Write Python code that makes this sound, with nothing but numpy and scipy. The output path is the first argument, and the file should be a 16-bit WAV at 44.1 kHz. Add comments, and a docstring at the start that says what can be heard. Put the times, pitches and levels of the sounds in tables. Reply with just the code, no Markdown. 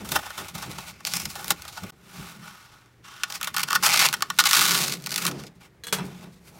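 """At a workbench, hands peel a glued fabric cover off a hard plate and a knife cuts it free.
Glue and threads let go as dense crackle and click bursts that ring in cloth, loose flap and plate.
Noise through low resonances makes the bench boom under the pull; struck decaying modes and a rattle
lay the knife down with two taps and a clack. Coloured noise and a faint hum fill the room."""
import sys
import numpy as np
from scipy import signal
from scipy.fft import rfft, irfft
from scipy.io import wavfile
from scipy.ndimage import uniform_filter1d

SR = 44100
rng = np.random.default_rng(int(sys.argv[2]) if len(sys.argv) > 2 else 0)


def persist_wave(psi):
    """Save psi, clipped to +-1, as 16-bit WAV."""
    counts = np.round(np.clip(psi, -1, 1) * 32767).astype(np.int16)
    wavfile.write(sys.argv[1], SR, np.atleast_2d(counts).T)


N = 290619   # samples

AIR_DB, HUM_HZ, HUM_DB = -61, 120, -62
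ROOM_T60_S, ROOM_DB, WALL_CUT_HZ = 0.1, -18.5, 3100
THREADS_PER_S, THREAD_UNEVEN_DB = 200, 4   # median rate, its spread
CLOTH_LOW_HZ, CLOTH_HIGH_HZ, CLOTH_DB = 2260, 6780, 2.5
FLAP_WIDTH_HZ, FLAP_DB = 850, -1
RIP_TAUT_DB, RIP_TREBLE_DB = -9.5, 0   # lifts shared by all rips
CUTOFF_HZ = 15850
CONTROL_STEP = 32   # samples per envelope point


def amp(db):
    """Gain of a level in dB."""
    return 10 ** (np.asarray(db) / 20)


def rms_one(x):
    """Scale to rms 1."""
    return x / np.sqrt(np.mean(x ** 2) + 1e-20)


def in_time(rows):
    """Interpolate each column of a (time, values...) table to every sample."""
    s, *columns = np.transpose(rows)
    return [np.interp(np.arange(N) / SR, s, c) for c in columns]


def drift(rate_hz):
    """Slow random wander of rms 1: white noise through a double real pole."""
    r = np.exp(-2 * np.pi * rate_hz / SR)
    noise = rng.standard_normal(N + 9000)
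    return rms_one(signal.lfilter([1], [1, -2 * r, r * r], noise)[9000:])   # skip the start-up


def swell(s, db, rise_ms, hold_ms, fall_ms):
    """Envelopes, one per row: 9 dB up per rise time, a hold, 9 dB down per fall time."""
    ms = np.arange(0, N + CONTROL_STEP, CONTROL_STEP) * (1000 / SR) - 1000 * s[:, None]
    early = np.minimum(ms, 0) / np.maximum(rise_ms, 1)[:, None]
    late = np.maximum(ms - hold_ms[:, None], 0) / np.maximum(fall_ms, 1)[:, None]
    return amp(np.maximum(db[:, None] + 9 * (early - late), -200))


def fine(x):
    """Interpolate a control from envelope points to every sample."""
    return np.interp(np.arange(N) / CONTROL_STEP, np.arange(len(x)), x)


def resonate(x, peaks):
    """Parallel two-pole resonances, signs alternating; white noise of rms 1 comes out at rms 1."""
    def bank(v):
        out = 0
        for k, (hz, width_hz, db) in enumerate(peaks):
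            r = np.exp(-np.pi * width_hz / SR)
            poles = [1, -2 * r * np.cos(2 * np.pi * hz / SR), r * r]
            out = out + (-1) ** k * amp(db) * signal.lfilter([1 - r * r, 0, r * r - 1], poles, v)
        return out
    impulse_response = bank(np.eye(1, SR // 4)[0])
    return bank(x + 1e-18) / np.sqrt(np.sum(impulse_response ** 2))


def air():
    """Steady room noise, shaped in the spectrum, and a mains hum of wavering level."""
    # room noise spectrum: f/Hz, density/dB (relative)
    air_colour = [(15, -44), (25, -9.5), (92, -6.5), (127, -6), (206, -11), (394, -14.5), (531, -22),
                  (796, -24.5), (887, -22.5), (2050, -20.5), (2700, -28.5), (6000, -34.5), (16000, -40)]
    colour_hz, colour_db = np.array(air_colour).T
    hz = np.fft.rfftfreq(N, 1 / SR) + 1   # +1 avoids log 0
    colour = np.interp(np.log(hz), np.log(colour_hz), colour_db)
    noise = irfft(rfft(rng.standard_normal(N)) * amp(colour), N)
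    hum = amp(HUM_DB + 1.5 * drift(1.9)) * np.sin(2 * np.pi * HUM_HZ * np.arange(N) / SR)
    return amp(AIR_DB) * rms_one(noise) + hum


def bench():
    """Uneven pull and single jolts shake the low resonances of the bench top."""
    # bench shaken by the pull: t/s, boom level/dB, knock lift/dB
    shake = [(0.0, -35, -6), (0.24, -62, -2), (0.71, -60, -9), (0.92, -52, -7), (1.23, -62, 0),
             (1.91, -61, -3), (2.33, -53.5, -3.5), (2.62, -68, -3), (3.04, -68, 0), (3.89, -45, -6),
             (4.5, -55.5, -3), (4.77, -39.5, 0.5), (5.05, -45, -8), (5.32, -40, 2.5), (5.6, -59, -5),
             (5.89, -75, 9), (6.08, -60, -10), (6.59, -55.5, -0.5)]
    # rumble of handling under the boom, two stretches: t/s, level/dB
    rumble_curve = [
        [(0.0, -48), (0.258, -55.5), (1.164, -59.5), (1.698, -54.5), (1.9, -70)],
        [(1.92, -68), (3.19, -77.5), (3.35, -66), (6.25, -63), (6.59, -64)],
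    ]
    # added jolts: t/s, boom level/dB, rise/ms per 9 dB, fall/ms per 9 dB, knock lift/dB, rumble lift/dB
    jolt_rows = [(.16, -38, 44, 29, -0.5, -12), (.415, -45.5, 19, 36, 3.5, -5),
                 (.55, -38, 12, 41, -12, -13), (.7, -38, 39, 27, -4, -8), (.79, -44, 12, 13, -1, -6),
                 (1.08, -49, 11, 40, -14, -21), (1.17, -42, 21, 45, -10, -18.5),
                 (1.27, -40, 44, 21, -11, -11), (1.382, -52.5, 17, 100, 2, -12),
                 (1.52, -37.5, 18, 15, -3, -17), (1.84, -33, 14, 25, -9, -6),
                 (2.2, -34, 22, 32, -21.5, -12), (2.39, -42.5, 20, 67, -25, -33),
                 (3.58, -58, 180, 88, -8, -13), (3.76, -56, 31, 43, -0.5, -12.5),
                 (4.001, -50.5, 86, 79, 2.5, -18), (4.419, -51.5, 11, 39, 6, -17.5),
                 (4.78, -44.5, 77, 56, -0.5, -28), (4.6, -44.5, 40, 94, -1, -32),
                 (4.93, -40, 50, 26, -8, -29.5), (5.289, -30, 14, 13, -11, -21.5),
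                 (5.43, -40.5, 60, 23, -21, -14), (6.041, -32, 54, 41, -7.5, -19),
                 (6.29, -45, 120, 31, -6, -25)]
    # bench boom resonances: f/Hz, width/Hz, level/dB
    boom_modes = [(125.8, 27, -6.5), (141.6, 27.8, -0.5), (175.4, 15.7, 1), (213.6, 34, -5)]
    # bench knock resonances: f/Hz, width/Hz, level/dB
    knock_modes = [(278, 100, -1), (392.5, 49, 4), (466, 305, -6)]

    boom_db, lift_db = in_time(shake)
    (rumble_db,) = in_time(np.vstack(rumble_curve))
    s, db, rise_ms, fall_ms, knock_lift_db, rumble_lift_db = np.transpose(jolt_rows)
    jolts = swell(s, db, rise_ms, 0 * s, fall_ms)

    boom_gain = amp(boom_db) + fine(jolts.sum(axis=0))
    knock_gain = amp(boom_db + lift_db) + fine(amp(knock_lift_db) @ jolts)
    rumble_gain = amp(rumble_db) + fine(amp(rumble_lift_db) @ jolts)

    boom = rms_one(resonate(resonate(rng.standard_normal(N), boom_modes), boom_modes))
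    knock = rms_one(resonate(rng.standard_normal(N) * amp(1.4 * drift(30)), knock_modes))
    rumble_band = signal.butter(2, [55, 115], "band", fs=SR, output="sos")
    rumble = rms_one(signal.sosfilt(rumble_band, rng.standard_normal(N)))
    return boom_gain * boom + knock_gain * knock + rumble_gain * rumble


def knife():
    """Each tap strikes the decaying modes of handle and bench and spits a short noise rattle."""
    # knife laid down: t/s, level/dB, handle lift/dB, bench lift/dB, rattle lift/dB
    tap_rows = [(5.837, -38.5, 0, -28, -1), (5.846, -48.5, 3, -22, -27), (5.853, -59, -6, -24, -22),
                (5.869, -28.5, -7, -41, -7.5), (5.883, -48, 11, -18, -28), (5.893, -61, -3, -24, -23),
                (5.905, -61, -3, -22, -27), (5.926, -8, -18, -17.5, -11), (5.986, -27.5, -13, -7.5, -36)]
    # ringing modes of the handle: f/Hz, level/dB, t60/s
    handle_modes = [(474, -11, 0.45), (1570, -9, 0.037), (1648, -5, 0.067), (2970, -6, 0.069),
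                    (3350, -3, 0.11), (3500, -9, 0.045), (4005, -1.5, 0.046), (4240, -4, 0.05),
                    (5960, -12, 0.075), (6500, -8, 0.034), (8170, 2, 0.02)]
    # ringing modes of the bench: f/Hz, level/dB, t60/s
    bench_modes = [(151.7, -14, 0.93), (186.6, -7, 0.83), (391, -3.5, 0.2), (448, -4, .12),
                   (704, -8, 0.086), (570, -6.5, 0.089), (877, -4.5, 0.14), (970, 0, 0.1),
                   (1120, -2, 0.059), (1360, -14, 0.12), (1536, -5, 0.063), (2440, -20, 0.099)]

    s, tap_db, handle_db, bench_db, rattle_db = np.transpose(tap_rows)
    at = np.round(s * SR).astype(int)
    out = np.zeros(N)
    for modes, lift_db in ((handle_modes, handle_db), (bench_modes, bench_db)):
        for hz, db, t60_s in modes:
            strike_db = tap_db + lift_db + db + rng.normal(0, 3.8, len(at))
            clicks = np.full(N, 1e-18)
            clicks[at] = amp(strike_db) * rng.choice([-1, 1])
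            r, w = amp(-60 / (t60_s * SR)), 2 * np.pi * hz / SR
            out += signal.lfilter([0, np.sin(w)], [1, -2 * r * np.cos(w), r * r], clicks)

    blows = np.zeros(N)
    blows[at] = amp(tap_db + rattle_db)
    rattle_t60_s = 0.13
    rattle = signal.lfilter([1], [1, -amp(-60 / (rattle_t60_s * SR))], blows) * rng.standard_normal(N)
    out += resonate(rattle, [(1180, 1400, 1.5), (4500, 6900, 0.69), (11000, 9300, -1.8)])
    # the taps carry no deep bass below about 130 Hz
    return signal.sosfilt(signal.butter(2, 130, "high", fs=SR, output="sos"), out)


def crackle(per_s, grain_db):
    """Fibres part at random in clumps, threads of the weave pop in near-regular turn; rms about 1."""
    sizes = amp(grain_db * np.minimum(rng.exponential(1, N), 5)) * rng.choice([-1, 1], N)
    grains = sizes * (rng.random(N) < per_s / SR) * amp(1.6 * drift(60))
    grains = grains / np.sqrt(uniform_filter1d(grains ** 2, SR // 20) + 1e-9)

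    threads_per_sample = THREADS_PER_S / SR * amp(THREAD_UNEVEN_DB * drift(150))
    threads = np.diff(np.floor(np.cumsum(threads_per_sample)), prepend=0)
    pop_sizes = rng.uniform(0.16, 1.5, N) * rng.choice([-1, 1], N)
    pops = threads * pop_sizes * amp(5.1 * grain_db + 0.5)
    return (grains + pops) / np.sqrt(1 + uniform_filter1d(pops ** 2, SR // 10))


def strokes():
    """Crackle of the strokes, coarser the harder the pull, and their power-weighted mean colours."""
    # strokes of peeling, cutting and sliding: t/s, crackle level/dB, rise/ms per 9 dB, hold/ms,
    # fall/ms per 9 dB, plate lift/dB, taut-cloth lift/dB, treble lift/dB, low plate lift/dB, flap f/Hz
    stroke_rows = [(0.0, -51.5, 5, 15, 30, 5, 1, -4, -2, 3770),
                   (0.14, -38.5, 46, 10, 50, -22, -5, -2, -5.5, 3400),
                   (0.22, -48, 35, 250, 50, -1, -2, -5, -6, 3460),
                   (0.57, -48, 19, 330, 20, -3, -1.5, -6, -2, 3900),
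                   (0.94, -58.5, 20, 100, 20, -4, 1, -11, -10, 4900),
                   (1.06, -38.5, 7.4, 60, 30, -16, -18, -9, 1, 4400),
                   (1.15, -37, 44, 70, 40, -12.5, -6, -5, -7, 5240),
                   (1.345, -49.5, 77, 10, 90, -2.5, -6, -4, -5.5, 4000),
                   (1.5, -41.5, 84, 5, 20, -2, -5, -2.5, -7, 3940),
                   (1.57, -51, 37, 100, 30, -2, -3, -6.5, -6, 4040),
                   (1.75, -47.5, 46, 20, 60, -11, -10, -8.5, -2, 4260),
                   (1.82, -53, 58, 80, 5, 1, 2, -3, -8, 3570),
                   (2.16, -48, 79, 140, 80, 0, -4.5, -5, -9.5, 3860),
                   (2.45, -48.5, 34, 30, 70, 3, -5, -6.5, -11, 4100),
                   (2.54, -56, 24, 120, 30, 1, -6, -8, -11, 4000),
                   (2.727, -57.5, 62, 10, 120, 2, -6, -10, -6.5, 3950),
                   (3.047, -49, 7.1, 190, 60, 0.5, -9, -13, -16, 3040),
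                   (3.36, -41, 61, 5, 10, -1, -18, -8, -7, 4840),
                   (3.405, -47, 6.3, 55, 40, 3, 1, -4.5, -12.5, 3330),
                   (3.6, -34, 25, 5, 27, -2, -2, -5.5, -19, 4460),
                   (3.7, -44, 17, 75, 25, -1, -10, -5, -17, 4640),
                   (3.832, -21.5, 3.5, 6.9, 55, -0.5, -7.5, -5, -12, 5030),
                   (3.89, -25.5, 34, 180, 18, -8.5, -1.5, -9, -8, 4170),
                   (4.1, -41.5, 3.33, 5, 90, -2.5, -12, -7, -15.5, 4240),
                   (4.24, -57, 60, 135, 20, 9, -1.5, -11, -28.5, 4400),
                   (4.4, -18, 2.8, 3, 10, -5.5, -28, -10.5, -20, 3900),
                   (4.45, -36.5, 19, 40, 30, 0, -1.5, -15, -13.5, 3700),
                   (4.55, -22, 63, 200, 60, -6.5, -10.5, -6, -18, 3940),
                   (4.76, -27, 10, 85, 40, -12, -8, -6, -2.5, 3900),
                   (4.88, -34, 11, 50, 22, -13, -9, -7.5, -18.5, 4030),
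                   (5.13, -43.5, 74, 60, 40, -10, -5, -9, 0, 4600),
                   (5.26, -34, 92, 25, 12, -1, -4, -3.5, -30.5, 4070),
                   (5.31, -53, 10, 170, 8, -16, -5, -12, -7, 4800),
                   (5.556, -66, 8, 5, 25, -9, -7, -6, -5, 3980),
                   (5.61, -56.5, 6, 51, 13, -2.5, -1, -7.5, -3, 3280),
                   (5.99, -48.5, 33, 5, 60, 10, 5, -10, -4, 3960),
                   (6.05, -56, 19, 10, 32, -16, -10, 9, -3, 4000),
                   (6.07, -56, 30, 160, 45, -2, -4, -8, -4, 3440),
                   (6.235, -54.5, 25, 5, 22, 0, -1, -7, 4, 3600),
                   (6.336, -60, 33, 5, 60, -13, -10, -6, -5, 3740),
                   (6.482, -53, 31, 5, 18, -6, -5, -2.5, -8, 4400),
                   (6.55, -60, 40, 50, 20, -1.5, -5, -1.5, 5, 4150)]
    s, db, rise_ms, hold_ms, fall_ms, *colours = np.transpose(stroke_rows)
    power = swell(s, db, rise_ms, hold_ms, fall_ms) ** 2
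    total = power.sum(axis=0)
    crackle_db = fine(10 * np.log10(total))
    grain_db = np.clip(4.5 + 0.059 * (crackle_db + 21.5), 0, 6)
    force = amp(crackle_db) * crackle(9000, grain_db)
    return force, [fine(c @ power / total) for c in colours]


def rips():
    """Uneven sprays of clicks swell to a peak and die away; short ones are single snaps."""
    # glue and threads ripping: t/s, crackle level/dB, plate lift/dB, rise/ms per 9 dB, fall/ms per 9 dB
    rip_rows = [(0.048, -43, 0.5, 2, 36), (.0913, -33, -5, 2.5, 3.4), (0.119, -24.5, 0, 1.7, 7.7),
                (0.1618, -22, 5, 7.4, 5.9), (.1909, -40.5, 10.5, 3.5, 3.1), (0.2323, -47.5, 11, 6, 6),
                (0.2647, -41, 6, 9.8, 10), (.3046, -39, 10, 0.23, 2.2), (.381, -35.5, 1.5, 5.4, 30),
                (0.484, -38.5, -6.5, 1.2, 15), (0.5525, -34, -4.5, 5.4, 9.8), (.583, -39, -3.5, 5.6, 13),
                (.625, -37, 0.5, 6.7, 21), (.715, -37.5, -10, 3.9, 9), (.7855, -36, 1.5, 2.7, 7.9),
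                (0.8069, -45, -9, 2.4, 11), (0.8809, -40.5, -7, 10, 23), (1.0077, -48, 5, 5.2, 2.1),
                (1.051, -24.5, -10.5, 0.34, 1.9), (1.0715, -23.5, -16.5, 5.3, 8.5),
                (1.1193, -36, -22, .37, 6.6), (1.1366, -21.5, -8.5, .37, 3.7), (1.1565, -30, -10, 23, 1.8),
                (1.1689, -22.5, -12.5, 4.4, 2.6), (1.2003, -28, -8.5, 2.1, 5), (1.2548, -26, -13, 1.6, 4.1),
                (1.3026, -35.5, -10, 9.4, 17), (1.3547, -36, 0, 0.22, 15), (1.393, -42, 3, 8.1, 32),
                (1.4444, -28.5, -0.5, 0.39, 1.4), (1.4812, -27.5, -15, .3, 2.3),
                (1.506, -14.5, -4, 1.4, 4.7), (1.521, -28, -17.5, 14, 2.5), (1.621, -34.5, -37, 0.33, 3),
                (1.6523, -37.5, 5, 0.19, 2.7), (1.6797, -37, -6, 1, 17), (1.73, -43, -10, 6.8, 11),
                (1.7769, -39, 3.5, 9.2, 9.5), (1.836, -41, 3, 3.4, 4.7), (1.9045, -45, 1, 9.5, 2.1),
                (2.86, -58.5, -3.5, .2, 2.1), (3.235, -16.5, -6.5, 0.19, 3.5), (3.3019, -33.5, -5, 2, 7.3),
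                (3.324, -28.5, -8, 1.3, 2.4), (3.3447, -43, -14, 2.3, 4.7), (3.3544, -32.5, -22, 14, 14.3),
                (3.4126, -26.5, 4, .2, 1.8), (3.43, -23.5, -3, 0.53, 3.5), (3.445, -27, -12, 1.8, 4.6),
                (3.473, -28, 1, .22, 9.6), (3.5434, -32, 2, 1.5, 7.1), (3.5651, -21, 1, .2, 6.8),
                (3.5829, -22, -2, 1.7, 1.8), (3.595, -26, 1, 2.4, 3.8), (3.6044, -26, 0, .2, 1.4),
                (3.617, -27, -6, 1.1, 1.2), (3.6331, -19.5, -3.5, 2, 3.9), (3.687, -29, 2.5, 5.9, 1.1),
                (3.7076, -23.5, 2.5, 3, 2.5), (3.7191, -27.5, 10, 0.19, 1.9), (3.7304, -20, 3, 1.5, 1.1),
                (3.7527, -19, 0, 0.37, 6.8), (3.76, -22, 4.5, 10.3, 2), (3.8265, -28.5, 3.5, 0.35, 6.1),
                (3.865, -16, -4, 11.7, 9.6), (3.943, -17, -6.5, 14, 2.3), (3.962, -18.5, -7, 5.6, 1.3),
                (3.975, -15, -11, 0.98, 3.5), (3.9931, -15.5, -9.5, .7, 20), (4.0143, -17, -2.5, 1.8, 17),
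                (4.0575, -14, -3, 9.6, 2.6), (4.0637, -11.5, -12, 0.16, 2.2),
                (4.0876, -18.5, -11, .23, 2.5), (4.1284, -18.5, -6, 0.49, 2.7),
                (4.1405, -20, 0.5, 3.8, 3.2), (4.207, -34.5, 4.5, .2, 2.8), (4.223, -14, -1.5, 0.19, 2.4),
                (4.3024, -22.5, 4, 0.84, 2.5), (4.3784, -36.5, -6, .2, 0.87),
                (4.3879, -12.5, 0.5, 0.21, 2.7), (4.3914, -12.5, -6, 0.61, 8.6),
                (4.4393, -19, -4, .48, 1.8), (4.4572, -15.5, -2.5, 3.9, 10.5), (4.473, -17, -7, 7.3, 2.1),
                (4.4903, -19.5, -10.5, .2, 7.1), (4.511, -12.5, -3, 0.26, 3.3),
                (4.5319, -9.5, -4.5, .3, 1.4), (4.5372, -17.5, -6, 1.5, 5.1), (4.549, -18.5, -2, 0.46, 8.6),
                (4.5671, -17.5, -5, 2.2, 13), (4.5933, -14.5, 2, 0.24, 1), (4.6101, -14.5, -4, .2, 1.5),
                (4.614, -17.5, -2, .2, 2.6), (4.626, -16, -10, .2, 1.3), (4.6397, -19.5, -1.5, .2, 1.3),
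                (4.7065, -29, -9, .2, 1.3), (4.882, -25, -12, 3.8, 4), (4.923, -23, -11.5, 0.25, 2.5),
                (4.9383, -29.5, -11.5, 8.5, 6.2), (4.971, -40.5, -12, .4, 2.8),
                (5.0013, -44.5, -22.5, .2, 2.1), (5.023, -41.5, -16, .2, 3.3),
                (5.0401, -36.5, -24, .2, 4.6), (5.0616, -24.5, -12, 0.32, 2.4),
                (5.07, -26, -8.5, 0.16, 2.4), (5.093, -32, -13, .2, 1.8), (5.107, -28, -13, .2, 2.2),
                (5.1172, -26, -7.5, 0.17, 12), (5.1422, -26, -13.5, 1.6, 5.1), (5.16, -20.5, -11, 0.32, 4),
                (5.1785, -24.5, -8, .22, 10), (5.2224, -30, -6, 6, 8.2), (5.2528, -17.5, -4, 0.18, 1.3),
                (5.2664, -19, -6.5, 0.96, 5.2), (5.279, -27.5, 3, 3.3, 5.8), (5.313, -32.5, -5, 0.22, 5.6),
                (5.4, -43.5, -2.5, 12, 14), (5.437, -39, -1, .18, 2.4), (5.468, -43, -21.5, 2.2, 7.6)]
    half = SR // 10
    ms = 1000 * np.arange(-half, half) / SR
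    force = np.zeros((2, N + 2 * half))   # rows: cloth, plate
    spray = rng.standard_normal((len(rip_rows), 2 * half))
    spray = spray * np.abs(spray) ** 1.42 * 0.47
    spray[:, half] = 7.0   # a strong thread parts at the peak
    for (s, db, plate_db, rise_ms, fall_ms), burst in zip(rip_rows, spray):
        at = round(s * SR)
        swell_db = 9 * np.where(ms < 0, ms / max(rise_ms, .1), -ms / max(fall_ms, .5))
        lift_db = np.array([[0], [plate_db]])
        force[:, at:at + 2 * half] += amp(db + lift_db + swell_db) * burst
    return force[:, half:half + N]


def flap(x, hz):
    """A resonance of peak gain about 1 whose centre moves, stepped in short blocks."""
    out, state = np.zeros(N), np.zeros(2)
    r = np.exp(-np.pi * FLAP_WIDTH_HZ / SR)
    gain = (1 - r * r) / 2
    block = 256   # samples
    for i in range(0, N, block):
        poles = [1, -2 * r * np.cos(2 * np.pi * hz[i] / SR), r * r]
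        out[i:i + block], state = signal.lfilter([gain, 0, -gain], poles, x[i:i + block], zi=state)
    return out


def tearing():
    """Strokes and rips drive cloth and plate; the loose flap rings with the cloth's sound."""
    # plate resonances: f/Hz, width/Hz, level/dB
    plate_modes = [(833, 95, -9.5), (1122, 79, 1.5), (1249, 62, 4.5), (1451, 130, 2), (1806, 60, -1.5),
                   (1892, 37, -5), (2210, 60, -12), (2650, 77, -6.5), (3158, 100, -7.5), (3237, 58, -6),
                   (3566, 110, -13.5), (4144, 57, -12), (4630, 34, -25), (5295, 90, -10.5),
                   (5420, 66, -8.5), (6090, 64, -14)]
    # low plate resonances: f/Hz, width/Hz, level/dB
    plate_low_modes = [(620, 132, 1), (758, 150, 4.5), (849, 92, 7.5)]
    # taut-cloth resonances: f/Hz, width/Hz, level/dB
    taut_modes = [(2074, 350, 6.5), (2570, 540, 6)]
    # one broad treble resonance: f/Hz, width/Hz, level/dB
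    treble_mode = (11500, 13000, 0)

    stroke, (plate_db, taut_db, treble_db, low_db, flap_hz) = strokes()
    rip, rip_plate = rips()
    plate = amp(plate_db) * stroke + rip_plate
    treble = amp(treble_db) * (stroke + amp(RIP_TREBLE_DB) * rip)
    taut = amp(taut_db) * stroke + amp(RIP_TAUT_DB) * rip
    taut = taut * rng.choice([-1, 1], N)   # random signs, so taut cloth and sheet do not cancel

    # the cloth radiates a smooth broad band; the flap lifts a part of it
    cloth_band = signal.butter(2, [CLOTH_LOW_HZ, CLOTH_HIGH_HZ], "band", fs=SR, output="sos")
    sheet = signal.sosfilt(cloth_band, stroke + rip + 1e-18)
    fabric = amp(CLOTH_DB) * (sheet + amp(FLAP_DB) * flap(sheet, flap_hz))
    board = resonate(plate, plate_modes) + amp(low_db) * resonate(plate, plate_low_modes)
    return fabric - resonate(treble, [treble_mode]) + resonate(taut, taut_modes) + board


def room(x):
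    """A diffuse tail: dull noise dying over the reverberation time."""
    t = np.arange(SR // 2) / SR
    tail = rng.standard_normal(len(t)) * amp(-60 * t / ROOM_T60_S) * (t > .003)
    tail = signal.lfilter(*signal.butter(1, WALL_CUT_HZ, fs=SR), tail)
    return signal.fftconvolve(x, tail / np.sqrt(np.sum(tail ** 2)))[:N]


def scene():
    """Tearing and knife with their room tail, over bench and room noise."""
    near = tearing() + knife()
    return (near + amp(ROOM_DB) * room(near) + bench() + air())[None]


def record(dry):
    """A brief level dip, rounded peaks, and a steep cut at the top."""
    # brief dip of the whole level: t/s, gain/dB
    dip_curve = [(1.904, 0), (1.908, -22), (1.919, -25), (1.922, 0)]
    (dip_db,) = in_time(dip_curve)
    rounded = np.tanh(dry * amp(dip_db) / 1.5) * 1.5
    return signal.sosfilt(signal.ellip(12, .5, 90, CUTOFF_HZ, fs=SR, output="sos"), rounded)


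dry = scene()
out = record(dry)
persist_wave(out)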